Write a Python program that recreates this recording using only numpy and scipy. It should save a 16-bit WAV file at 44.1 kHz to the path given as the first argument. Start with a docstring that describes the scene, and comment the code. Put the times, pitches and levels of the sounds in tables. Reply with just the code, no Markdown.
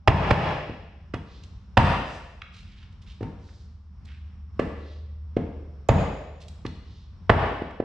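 """Wedging an axe handle

A workshop, stereo microphone close to an axe that stands on the floor, a little to the right.
A hammer drives a wooden wedge into the handle: each blow cracks, rings the axe, knocks through the
handle and thuds into the floor; the room and a steel tool cabinet ring on. Between blows come bumps,
faint scuffs and hisses over a low hum. A limiter holds hard blows down, so their echo swells."""
import sys
import numpy as np
from scipy import signal
from scipy.fft import rfft, irfft
from scipy.io import wavfile
from scipy.ndimage import uniform_filter1d, minimum_filter1d

SR = 44100
rng = np.random.default_rng(int(sys.argv[2]) if len(sys.argv) > 2 else 0)


def output_pcm(signal):
    """Save a mono or channel-first signal as 16-bit PCM at the path in sys.argv[1].

    Samples are clipped to [-1, 1] before scaling.
    """
    pcm = np.clip(np.atleast_2d(signal).T, -1, 1) * 32767
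    wavfile.write(sys.argv[1], SR, np.round(pcm).astype(np.int16))


N = 345744

# stereo width of the room at the microphone: (frequency [Hz], side relative to mid [dB])
SIDE_SPECTRUM = [(60, -20), (250, -17), (600, -8), (1500, -5.5), (4000, -3.5), (10000, -9)]


def from_db(db):
    """Gain of a level in dB."""
    return 10 ** (np.asarray(db) / 20)


def unit(x):
    """Scales to an rms of 1."""
    return x / np.sqrt(np.mean(x ** 2) + 1e-20)


def read(points, hz):
    """Reads a table on a log-frequency axis."""
    point_hz, values = np.transpose(points)
    return np.interp(np.log(hz + 1), np.log(point_hz + 1), values)


def add(mix, start_s, sound):
    """Mixes a sound in at its start time."""
    part = mix[..., round(start_s * SR):][..., :sound.shape[-1]]
    part += sound[..., :part.shape[-1]]


def colour(x, points):
    """Filters by a spectrum of (frequency [Hz], gain [dB]) points."""
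    size = x.shape[-1]
    return irfft(rfft(x) * from_db(read(points, np.fft.rfftfreq(size, 1 / SR))), size)


def causal(gain_db):
    """The promptest impulse response with this spectral shape, at energy 1."""
    log_gain = np.log(from_db(np.r_[gain_db, gain_db[-2:0:-1]]))
    response = np.fft.ifft(np.exp(np.conj(signal.hilbert(log_gain)))).real
    return response / np.linalg.norm(response)


def ring(modes, t):
    """Dying sines of a struck object."""
    return sum(from_db(db - 60 * t / t60) * np.sin(2 * np.pi * hz * t) for hz, db, t60 in modes)


def drift(rate_hz):
    """Slow random wander with an rms of 1."""
    hz = np.fft.rfftfreq(N, 1 / SR)
    return unit(irfft(rfft(rng.standard_normal(N)) * np.exp(-(hz / rate_hz) ** 2), N))


def room_air(level_db=-45, swell_db=2.0):
    """Room tone around the microphone: a wavering rumble with a faint hiss near 5500 Hz."""
    # spectrum of the air: (frequency [Hz], relative density [dB])
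    spectrum = [(12, -35), (25, -19), (42, -7), (70, 0), (100, -5), (125, -15), (205, -15), (270, -31),
                (600, -42), (1100, -36.5), (1800, -47), (4000, -55.5), (4900, -55), (5500, -47),
                (6100, -63), (13000, -85)]
    noise = unit(colour(rng.standard_normal((2, N)), spectrum))
    mid, side = from_db(level_db + swell_db * drift(4.0)) * noise
    side = colour(side, SIDE_SPECTRUM)
    return np.array([mid + side, mid - side])


def machine_hum(peak_s=5.2, peak_db=-37, rest_db=-56, rise_db_per_s=6.5, fall_db_per_s=8.5):
    """A machine's low hum, centred: it wanders in pitch, grows steadily, then sinks back."""
    # lines of the hum: (frequency [Hz], relative level [dB])
    lines = [(75.4, 13), (91, -17), (181.5, -22.5), (196, -15)]
    t, hum = np.arange(N) / SR, np.zeros(N)
    for hz, db in lines:
        wandering_hz = hz + 0.556 * drift(5.0)
        hum += from_db(db) * np.sin(2 * np.pi * np.cumsum(wandering_hz) / SR)
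    rising_db = peak_db - rise_db_per_s * (peak_s - t)
    falling_db = np.maximum(peak_db - fall_db_per_s * (t - peak_s), rest_db)
    return from_db(np.where(t < peak_s, rising_db, falling_db)) * unit(hum)


def wood_slip(tilt_db_per_octave):
    """One slip of the wedge; a sharper contact is brighter."""
    # the dry crack of steel on wood: (frequency [Hz], relative level [dB])
    spectrum = [(40, -18.5), (200, 0.5), (450, 0.5), (950, 3.5), (1400, -2.5), (2000, -4), (2900, -7.5),
                (3900, -16), (5200, -21), (7000, -32), (9000, -34), (11000, -54.5), (15000, -59)]
    hz = np.fft.rfftfreq(2048, 1 / SR)
    return causal(read(spectrum, hz) + tilt_db_per_octave * np.log2(np.maximum(hz, 700) / 1500))


def crushing(t, touch=0.24, crush_s=0.0062, fade_s=0.0016, chatter=0.16, chatter_s=0.034):
    """Strength of the slips: it grows as the wedge is driven, then drops to a chatter of the head."""
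    rise = np.interp(t, [0, crush_s], [touch, 1])
    after = np.maximum(t - crush_s, 0)
    return rise * (np.exp(-after / fade_s) + chatter * np.exp(-after / chatter_s))


def axe_ring(t, centre_hz, reach_octaves):
    """Where and how the axe is hit decides which partials sound."""
    # the axe's modes up to about 7 kHz, then a brief high sizzle at 11-12 kHz:
    # (frequency [Hz], relative level [dB], t60 [s])
    partials = [(691, -12.5, 0.28), (777, -5.5, 0.06), (910, -12.5, 0.15), (966, -10.5, 0.19),
                (1140, -2, 0.035), (1170, -0.5, 0.035), (1295, -11.5, 0.05), (1743, -9, 0.12),
                (1955, -5, 0.11), (2053, -6.5, 0.085), (2270, -14, 0.036), (2530, -3.5, 0.08),
                (2600, -5, 0.088), (2845, -4.5, .1), (3340, -7, 0.14), (5000, -5, .06), (5070, -8, .05),
                (5333, -5, 0.057), (6640, -8.5, 0.06), (6770, -7, 0.06), (6890, -9.5, 0.036),
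                (7030, -6, 0.047), (11050, -12, 0.012), (11700, -11, .012), (12200, -11, 0.012)]
    woken = [(hz, db - min(9 * (np.log2(hz / centre_hz) / reach_octaves) ** 2, 70), t60)
             for hz, db, t60 in partials]
    return ring(woken, t) * (1 - np.exp(-t * centre_hz))  # they build up over about one swing


def handle_knock(t, hz, peak_s=0.00434, rebound_s=0.003, rebound_width_s=0.00042):
    """The handle is squeezed, springs back and rebounds; a harder knock is higher and swings more."""
    cycles = (t - peak_s) * hz
    swings = (hz / 400) ** 0.37
    width_cycles = swings * np.where(cycles < 0, 0.74, 0.29)  # slow rise, quick fall
    squeeze = -np.cos(2 * np.pi * cycles) * np.exp(-(cycles / width_cycles) ** 2)
    rebound = 0.08 / swings * np.exp(-((t - peak_s - rebound_s) / rebound_width_s) ** 2)
    return squeeze + rebound


def floor_thud(t, delay_s=0.008, floor_hz=84, decay_s=0.0053, radiate_hz=56):
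    """The butt of the handle pushes the floor, which answers late and low."""
    late = np.maximum(t - delay_s, 0)
    swing = np.sin(2 * np.pi * floor_hz * late) * np.exp(-late / decay_s)
    radiation = signal.butter(2, radiate_hz, "high", fs=SR)  # slow motion moves little air
    return signal.lfilter(*radiation, swing)


def contact(knock_hz, crack_db, tilt, thud_db, ring_db, ring_hz, reach, room_db):
    """One hit on the axe, as four rows: the direct sound, then three paths into the room."""
    t = np.arange(SR // 3) / SR
    strength = crushing(t)
    slip = from_db(crack_db) * wood_slip(tilt)
    crack = signal.fftconvolve(rng.choice([-1., 1.], len(t)) * strength, slip)[:len(t)]
    axe = handle_knock(t, knock_hz) + from_db(ring_db) * axe_ring(t, ring_hz, reach)
    floor = from_db(thud_db) * floor_thud(t)
    # the slips radiate every way: half their energy blends evenly, half keeps the crack's own colour
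    blended = np.linalg.norm(strength) * np.pad(slip, (0, len(t) - len(slip)))
    sends = np.array([np.sqrt(0.5) * blended,
                      from_db(-2.5) * axe,
                      from_db(9.0) * floor + np.sqrt(0.5) * crack])
    return np.vstack([crack + axe + floor, from_db(room_db) * sends])


def hammer_blows(full_swing_hz=880, full_crack_db=-3, crack_db_per_octave=16):
    """A light tap on the wedge mostly knocks; a hard swing knocks higher and crushes the wood."""
    # aiming taps and full swings; ring and thud are relative to the force:
    # (time [s], force [dB], knock [Hz], ring [dB], ring centre [Hz], ring reach [octaves],
    #  treble tilt of the crack [dB/octave], floor thud [dB], room send [dB])
    blows = [ (0.0754, 19, 875, -26.5, 5000, 0.41, -3, 0, -8),
             (0.3064, -12, 1530, -16, 4760, 0.33, -2.5, 13, -11),
             (1.7705, 0, 778, -0.5, 860, .33, -0.5, -2.5, -2.5),
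             (4.593, -10, 409, -12.5, 1437, 0.5, 0.5, -21.5, -1.5),
             (5.3654, -9.5, 361, -14.5, 675, 0.32, -2, -15, -2.5),
             (5.8875, 1.5, 572, -26, 8650, 0.53, -2.5, -5.5, -2.5),
             (7.2947, 0, 893, -9.5, 1280, 0.68, -4, -2.5, -5),
             (7.6177, -20, 335, -40, 1520, .4, -1, -17, -5),
             (7.7988, -12, 412, -24.5, 1497, 0.36, -5.5, -19, -9.5)]
    paths = np.zeros((4, N))
    for start_s, force_db, knock_hz, ring_db, ring_hz, reach, tilt, thud_db, room_db in blows:
        crack_db = full_crack_db + crack_db_per_octave * np.log2(knock_hz / full_swing_hz)
        blow = contact(knock_hz, crack_db, tilt, thud_db, ring_db, ring_hz, reach, room_db)
        add(paths, start_s, from_db(force_db) * blow)
    return paths


def workshop_echo(send, first_s=0.0039, build_s=0.0054):
    """A dense echo builds as the walls answer, over standing waves and the ringing steel cabinet."""
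    # colour of the echo: (frequency [Hz], relative level [dB])
    spectrum = [(30, -5), (60, 6.5), (110, 12), (175, 11.5), (260, 6), (380, -1.77), (600, 1), (900, 1.5),
                (1500, 0.5), (3000, -0.5), (6000, -1), (14000, 4)]
    # decay of the echo: (frequency [Hz], t60 [s])
    decay = [(60, 0.0159), (160, 0.3821), (400, 1), (1000, 0.82), (2500, 1.0), (5000, 1.0), (8000, 0.89),
             (12000, 0.48), (14000, 0.21)]
    # standing waves of the room: (frequency [Hz], level [dB], t60 [s])
    standing_waves = [(53.9, -61, 0.93), (87.54, -56, 0.48), (125.7, -59.5, .7), (151, -55, 0.85),
                      (182.8, -53, 0.57)]
    # the tool cabinet, ringing in sympathy: (frequency [Hz], level [dB], t60 [s])
    cabinet_modes = [(684, -62, 0.97), (786, -59, 0.35), (910, -61.5, 0.73), (1563, -63.5, 0.56),
                     (1705, -62, 1), (1961, -67.5, 0.7), (2870, -65.5, 0.8)]
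    t = np.arange(SR * 3 // 2) / SR
    mid, side = colour(rng.choice([-1., 1.], (2, len(t))), spectrum)
    hz, times, bands = signal.stft(np.array([mid, colour(side, SIDE_SPECTRUM)]), SR, nperseg=512)
    bands *= from_db(-60 * times / read(decay, hz)[:, None])
    tails = signal.istft(bands, SR, nperseg=512)[1][:, :len(t)]
    tails *= np.clip((t - first_s) / build_s, 0, 1)
    tails /= np.linalg.norm(tails[0])
    tails[0] += ring(standing_waves + cabinet_modes, t)
    mid, side = signal.fftconvolve(send[None], tails, axes=1)[:, :N]
    return np.array([mid + side, mid - side])


def floor_bumps(thud_db=-5.5, tilt=1):
    """The butt meets the floor as the axe is shifted: a thin click, a low knock, a ring and a thud."""
    # bumps; click and ring are relative to the force: (time [s], force [dB], knock [Hz], click [dB],
    #  ring [dB], ring centre [Hz], ring reach [octaves], room send [dB])
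    bumps = [ (0.694, -26, 270, -30.5, -43, 1460, .4, -4.5), (1.1373, -19, 345, -14, -13, 900, 1.7, -6.5),
             (3.207, -24, 352, -27, -11.5, 835, 0.4, -1.5), (3.2260, -24.5, 327, -19, -2.5, 854, 0.16, 0),
             (6.650, -21.5, 302, -20, -16, 1260, 0.78, -5), (7.706, -39, 398, -10, -1, 990, .4, -7)]
    paths = np.zeros((4, N))
    for start_s, force_db, knock_hz, click_db, ring_db, ring_hz, reach, room_db in bumps:
        bump = contact(knock_hz, click_db, tilt, thud_db, ring_db, ring_hz, reach, room_db)
        add(paths, start_s, from_db(force_db) * bump)
    return paths


def grainy_noise(size, centre_hz, width_octaves, grain_db):
    """Uneven grains of noise in one wide band."""
    hz = np.fft.rfftfreq(size, 1 / SR)
    grains = rng.standard_normal(size) * from_db(grain_db * rng.standard_normal(size))
    band = np.exp(-(np.log2((hz + 1) / centre_hz) / width_octaves) ** 2)
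    return unit(irfft(rfft(grains) * band, size))


def faint_hisses(flutter_db=0.5):
    """Soft, fluttering swells of hiss around 3.5-5 kHz, each loudest in its middle."""
    # swells of hiss: (start [s], length [s], level [dB], centre [Hz])
    swells = [(1.239, 0.22, -63, 3700), (2.04, 0.18, -60.5, 4970), (3.36, 0.34, -68, 4300),
              (4.753, 0.28, -64, 3580), (6.803, .3, -67, 3700)]
    t, out = np.arange(SR // 2) / SR, np.zeros(N)
    for start_s, length_s, db, centre_hz in swells:
        arch = np.sin(np.pi * np.minimum(t / length_s, 1))
        hiss = grainy_noise(len(t), centre_hz, width_octaves=0.64, grain_db=3.5)
        add(out, start_s, from_db(db) * arch * hiss)
    return out * from_db(flutter_db * drift(30.0))


def scuffs_and_puffs(flicker_db=3.0):
    """Ticks, scuffs and faint puffs of hiss that start sharply and fade; their level flickers."""
    # short bursts of grainy noise: (start [s], level [dB], rise [s], centre [Hz])
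    bursts = [(1.43, -57.5, 0.008, 3370), (2.4168, -37.5, 0.0027, 1960), (2.516, -58.5, 0.047, 3120),
              (2.824, -64, .004, 1480), (2.924, -64, 0.004, 3425), (3.012, -61, 0.013, 3330),
              (3.053, -59, 0.04, 2900), (3.485, -62, .005, 1530), (4.047, -61.5, 0.0069, 3740),
              (4.044, -60.5, 0.055, 2290), (4.323, -66, 0.0043, 1690), (6.4, -55, 0.016, 3460),
              (6.48, -54, 0.005, 4100), (6.659, -47.5, 0.0054, 2800)]
    t, out = np.arange(SR // 3) / SR, np.zeros(N)
    for start_s, db, rise_s, centre_hz in bursts + turning_scuffs():
        swell = (t / rise_s * np.exp(1 - t / rise_s)) ** 2
        grains = grainy_noise(len(t), centre_hz, width_octaves=0.9, grain_db=5.0)
        add(out, start_s, from_db(db) * swell * grains)
    return out * from_db(flicker_db * drift(140.0))


def turning_scuffs(count=5, from_s=2.66, to_s=2.84, db=-63, spread_db=2.0, rise_s=0.022, hz=2560):
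    """Rows of faint scuffs, loosely spaced while the axe is turned in the hand."""
    lateness, loudness = rng.random((count, 2)).T
    times = from_s + (to_s - from_s) * (np.arange(count) + lateness) / count
    levels = db + spread_db * (2 * loudness - 1)
    return [(start_s, level, rise_s, hz) for start_s, level in zip(times, levels)]


def scene(wall_s=0.0233, left_db=3.0, right_db=4.0, echo_lean_db=0.5):
    """The axe close to the microphone, a slap from the nearest wall, and the workshop behind."""
    direct, slip_send, axe_send, floor_send = hammer_blows() + floor_bumps()
    small_sounds = scuffs_and_puffs() + faint_hisses()
    near = direct + small_sounds
    wall_slap = from_db(-16.5) * colour(direct, [(100, -6.5), (600, 6.0), (4000, -16.5)])
    add(near, wall_s, wall_slap)
    # the axe stands a little to the right: the left side hears it a sample later and duller
    left = colour(np.r_[0, near[:-1]], [(200, 1.9), (800, -4.5), (4000, -3.5)])
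    close = np.array([from_db(left_db) * left, from_db(right_db) * near])
    sends = slip_send + from_db(-2.5) * small_sounds, axe_send, floor_send
    echo = sum(workshop_echo(send) for send in sends)
    echo[0] = np.r_[0, echo[0, :-1]]
    echo *= from_db([[echo_lean_db], [-echo_lean_db]])
    return close + echo + room_air() + machine_hum()


def record(dry, hold_s=0.047, recover_db_per_s=80, edge_hz=14500):
    """A look-ahead limiter ducks, holds and recovers faster than the echo dies; then a band limit."""
    over_db = np.maximum(20 * np.log10(abs(dry).max(0) + 1e-9), 0)
    recovery_db = np.arange(N) / SR * recover_db_per_s
    duck_db = recovery_db - np.maximum.accumulate(over_db + recovery_db)
    half_hold = round(hold_s * SR / 2)
    duck_db = minimum_filter1d(duck_db, size=2 * half_hold + 1, origin=half_hold)
    duck_db = uniform_filter1d(minimum_filter1d(duck_db, size=257), size=257)  # eases in ahead
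    ducked = dry * from_db(duck_db)
    rounded = ducked / (1 + ducked ** 8) ** 0.125  # the peaks round off
    lowpass = signal.firwin(255, edge_hz, window=("kaiser", 9), fs=SR)
    return signal.oaconvolve(rounded, lowpass[None], "same")


dry = scene()
out = record(dry)
output_pcm(out)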